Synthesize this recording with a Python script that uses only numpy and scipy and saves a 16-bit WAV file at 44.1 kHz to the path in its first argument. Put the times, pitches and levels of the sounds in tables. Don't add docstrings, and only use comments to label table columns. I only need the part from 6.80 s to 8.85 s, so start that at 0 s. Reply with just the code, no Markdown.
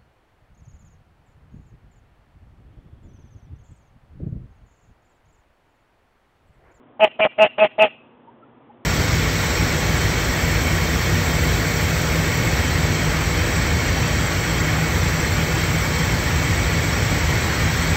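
import sys
import numpy as np
from scipy import signal
from scipy.fft import rfft, irfft, next_fast_len
from scipy.io import wavfile

SR = 44100
rng = np.random.default_rng(int(sys.argv[2]) if len(sys.argv) > 2 else 0)


def store_wav(level_fs):
    pcm = np.round(np.clip(np.atleast_2d(level_fs), -1, 1) * 32767)
    wavfile.write(sys.argv[1], SR, pcm.T.astype(np.int16))


N = 90404

# (start [s], lock [s], break-up [s], end [s], pitch at lock [Hz],
# first upper resonance [Hz], second [Hz], sac overtone before a 4.5 dB cut [dB])
HONKS = [(0.193, .212, 0.2402, .288, 215.6, 2536, 2897, -1.5),
         (0.389, 0.412, .438, .480, 215.2, 2396, 2850, -8.5),
         (.577, 0.601, 0.6332, .684, 216.1, 2634, 2826, -3),
         (0.778, 0.805, .833, .880, 215, 2578, 2727, -5),
         (0.98, 1.003, 1.029, 1.086, 216.9, 2558, 2797, -2)]
# (time [s], sac level [dB], upper ring level [dB])
HONK_SWELLS = [
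    [(0.195, -27, -51), (0.209, -18.5, -25.5), (0.229, -9, -20), (0.247, -8, -14.5), (0.267, -29, -37),
     (0.277, -26, -33), (0.288, -44.5, -44.5)],
    [(0.388, -35, -50), (0.398, -16.5, -30), (0.43, -15.5, -15.5), (0.462, -13.5, -25.5), (0.472, -23, -43),
     (0.48, -52, -50.5)],
    [(0.577, -43, -57), (0.587, -18, -29), (0.603, -12, -22), (0.623, -8, -16.5), (0.635, -9, -15.5),
     (0.665, -20.5, -25.5), (0.684, -40.5, -40)],
    [(0.779, -24, -60.5), (0.783, -21, -31.5), (0.807, -16.5, -20), (0.825, -8, -20.5), (0.849, -12.5, -22),
     (0.861, -20, -28.5), (0.88, -49, -37)],
    [(0.979, -26.5, -47.5), (0.989, -17, -31), (1.005, -13, -17.5), (1.025, -9, -14.5),
     (1.051, -14.5, -21.5), (1.079, -34, -38.5), (1.086, -32.5, -41.5)],
]


def frog():
    out = np.zeros(N)
    for row, swell in zip(HONKS, HONK_SWELLS):
        span = np.arange(int(row[0] * SR), int(row[3] * SR))
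        out[span] += honk(span / SR, row, swell)
    return out


# (frequency [Hz], relative level [dB])
SAC_RASP = [(30, -29), (100, -16.5), (200, -8.5), (400, -4.5), (620, 5), (900, -3.5), (1100, -8),
            (1500, -19.5), (2000, -16.5), (3000, -37.5), (4200, -68)]
RING_RASP = [(800, -35.5), (1700, -6), (2000, -0.5), (2600, -0.5), (3050, -1), (3400, -11), (3800, -24),
             (4300, -32.5), (4800, -72)]


def honk(t, row, swell):
    _, lock, split, _, pitch_hz, first_hz, second_hz, overtone_db = row
    scoop_hz_per_s, sag_hz_per_s, break_sag_hz_per_s = 480, 86.64, 247.7
    settle_s, break_s, fade_s = 0.0053, 0.0113, 0.00495
    pitch = (pitch_hz - scoop_hz_per_s * np.maximum(lock - t, 0)
             - sag_hz_per_s * np.maximum(t - lock, 0)
             - break_sag_hz_per_s * np.maximum(t - split, 0))
    cycles = np.cumsum(pitch) / SR
    rough = np.clip(np.maximum((lock - t) / settle_s, (t - split) / break_s), 0, 1)
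    pulses = larynx(t, cycles, rough)
    breath = rng.standard_normal((2, SR // 4))[:, :len(t)]
    puffs = (1 + 0.56 * np.cos(2 * np.pi * cycles)) * breath
    sac = vocal_sac(pulses, overtone_db)
    sac = blend(sac, coloured(puffs[0], SAC_RASP), share=0.0065 + 0.1578 * rough)
    ring = upper_ring(pulses, first_hz, second_hz)
    ring = blend(ring, coloured(puffs[1], RING_RASP), share=0.013 + 0.6 * rough)
    times, sac_db, ring_db = np.transpose(swell)
    edges = np.sin(np.pi / 2 * np.clip(np.minimum(t - t[0], t[-1] - t) / fade_s, 0, 1)) ** 2
    return edges * (amp(np.interp(t, times, sac_db)) * sac + amp(np.interp(t, times, ring_db)) * ring)


def larynx(t, cycles, rough):
    clean_jitter_s, rough_jitter_s, scatter_db = 0.000008, 0.0001098, 10
    times = np.interp(np.arange(int(cycles[-1]) + 1), cycles, t)
    loose = np.interp(times, t, rough)
    timing, size = rng.standard_normal((64, 2))[:len(times)].T
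    times = times + timing * (clean_jitter_s + rough_jitter_s * loose)
    offset = (t - times[:, None]) * SR
    clicks = np.sinc(offset) * np.exp(-(offset / 6) ** 2)
    return amp(scatter_db * loose * size) @ clicks


# (frequency [Hz], relative level [dB])
BODY_RADIATION = [(40, -45), (130, -30.5), (215, -24.5), (430, -30), (700, -26.5), (1070, -23), (1290, -22),
                  (1500, -27.5), (1900, -27), (2400, -39), (3500, -64.5)]


def vocal_sac(pulses, overtone_db, lag_s=0.0016):
    def response(hz):
        main = resonance(hz, centre_hz=629.82, width_hz=57)
        overtone = amp(overtone_db - 4.5) * resonance(hz, centre_hz=848.96, width_hz=84.4)
        modes = (main - overtone) / (1 + (hz / 1800) ** 8)
        return np.exp(-2j * np.pi * hz * lag_s) * (colour(BODY_RADIATION, hz) + modes)
    return filtered(pulses, response)


# (frequency [Hz], relative level [dB])
RING_COLOUR = [(300, -47.5), (1300, -26), (1900, -2.5), (2300, -2), (2800, -4.5), (3020, 1), (3300, 7),
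               (3700, -17), (4200, -24.5), (4800, -66)]


def upper_ring(pulses, first_hz, second_hz, width_hz=164.5):
    def response(hz):
        pair = resonance(hz, first_hz, width_hz) - amp(-4) * resonance(hz, second_hz, width_hz)
        return colour(RING_COLOUR, hz) * pair
    return filtered(pulses, response)


# (delay [s], level before colouring [dB])
ECHOES = [(.068, -25), (.105, -35)]
# (frequency [Hz], gain [dB])
ECHO_COLOUR = [(200, -15.5), (640, -13.5), (1500, -8), (2400, -2.5), (3000, 1), (4000, 5), (5000, -49)]


def surroundings(calls):
    smear_s, tail_t60_s, tail_rise_s = 0.018, 0.72, 0.049
    t = np.arange(SR) / SR
    tail = rng.standard_normal(SR) * amp(-60 * t / tail_t60_s) * (1 - np.exp(-t / tail_rise_s))
    answer = amp(-29.5) * tail / np.linalg.norm(tail)
    for delay, db in ECHOES:
        burst = rng.standard_normal(SR) * (t >= delay) * amp(-60 * np.abs(t - delay) / smear_s)
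        answer += amp(db) * burst / np.linalg.norm(burst)
    return coloured(signal.fftconvolve(calls, answer)[:N], ECHO_COLOUR)


# (time [s], pitch [Hz], level before a 5 dB lift [dB], length [s])
FAR_PEEPS = [(1.469, 921.6, -46.5, 0.0353), (1.623, 1329, -50.5, 0.0231), (1.89, 832.4, -48, 0.028)]


def peeps(rise_hz_per_s=2214):
    t, out = np.arange(N) / SR, np.zeros(N)
    for start, hz, db, length in FAR_PEEPS:
        progress = np.clip((t - start) / length, 0, 1)
        cycles = np.cumsum(hz + rise_hz_per_s * length * (progress - 0.4)) / SR
        out += amp(db + 5) * np.sin(np.pi * progress ** 1.076) * np.sin(2 * np.pi * cycles)
    return out


# (frequency [Hz], relative level [dB])
HUSH_SPECTRUM = [(15, -51), (25, -24), (86, -15.5), (122, -3.5), (206, -11.5), (234, 3.5), (311, -6),
                 (347, -4.5), (774, -10), (921, -10.5), (1200, -14), (1330, -17.5), (1890, -23.5),
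                 (3390, -29.5), (4500, -58), (5850, -77.5), (9900, -120)]


def night_hush(level_db=-52.5, growth_db_per_s=0.5):
    noise = unit(coloured(rng.standard_normal(N + SR // 4), HUSH_SPECTRUM)[-N:])
    return noise * amp(level_db + growth_db_per_s * np.arange(N) / SR)


def amp(db):
    return 10 ** (np.asarray(db) / 20)


def unit(x):
    return x / np.sqrt(np.mean(x ** 2) + 1e-20)


def even(x, size=620):
    window = np.hanning(size)
    power = np.convolve(x ** 2, window / window.sum(), "same")
    return x / np.sqrt(power + 1e-3 * np.mean(x ** 2) + 1e-20)


def blend(tone, noise, share):
    share = np.clip(share, 0, 1)
    return even(np.sqrt(1 - share) * even(tone) + np.sqrt(share) * even(noise))


def colour(points, hz):
    f, db = np.transpose(points)
    cepstrum = irfft(np.log(amp(np.interp(np.log(hz + 1), np.log(f + 1), db))))
    half = len(cepstrum) // 2
    cepstrum[1:half] *= 2
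    cepstrum[half + 1:] = 0
    return np.exp(rfft(cepstrum))


def resonance(hz, centre_hz, width_hz):
    return 1j * hz * width_hz / (centre_hz ** 2 - hz ** 2 + 1j * hz * width_hz)


def filtered(x, response):
    size = 2 * next_fast_len(len(x))
    return irfft(rfft(x, size) * response(np.fft.rfftfreq(size, 1 / SR)), size)[:len(x)]


def coloured(x, points):
    return filtered(x, lambda hz: colour(points, hz))


def scene():
    calls = frog()
    return (calls + surroundings(calls) + peeps() + night_hush())[None]


def record(dry):
    microphone_top_hz, clip_level, band_limit_hz = 4200, 0.7275, 15750
    heard = filtered(dry[0], lambda hz: 1 / np.sqrt(1 + (hz / microphone_top_hz) ** 40))
    clipped = np.clip(heard, -clip_level, clip_level)
    return filtered(clipped, lambda hz: hz < band_limit_hz)[None]


dry = scene()
out = record(dry)
store_wav(out)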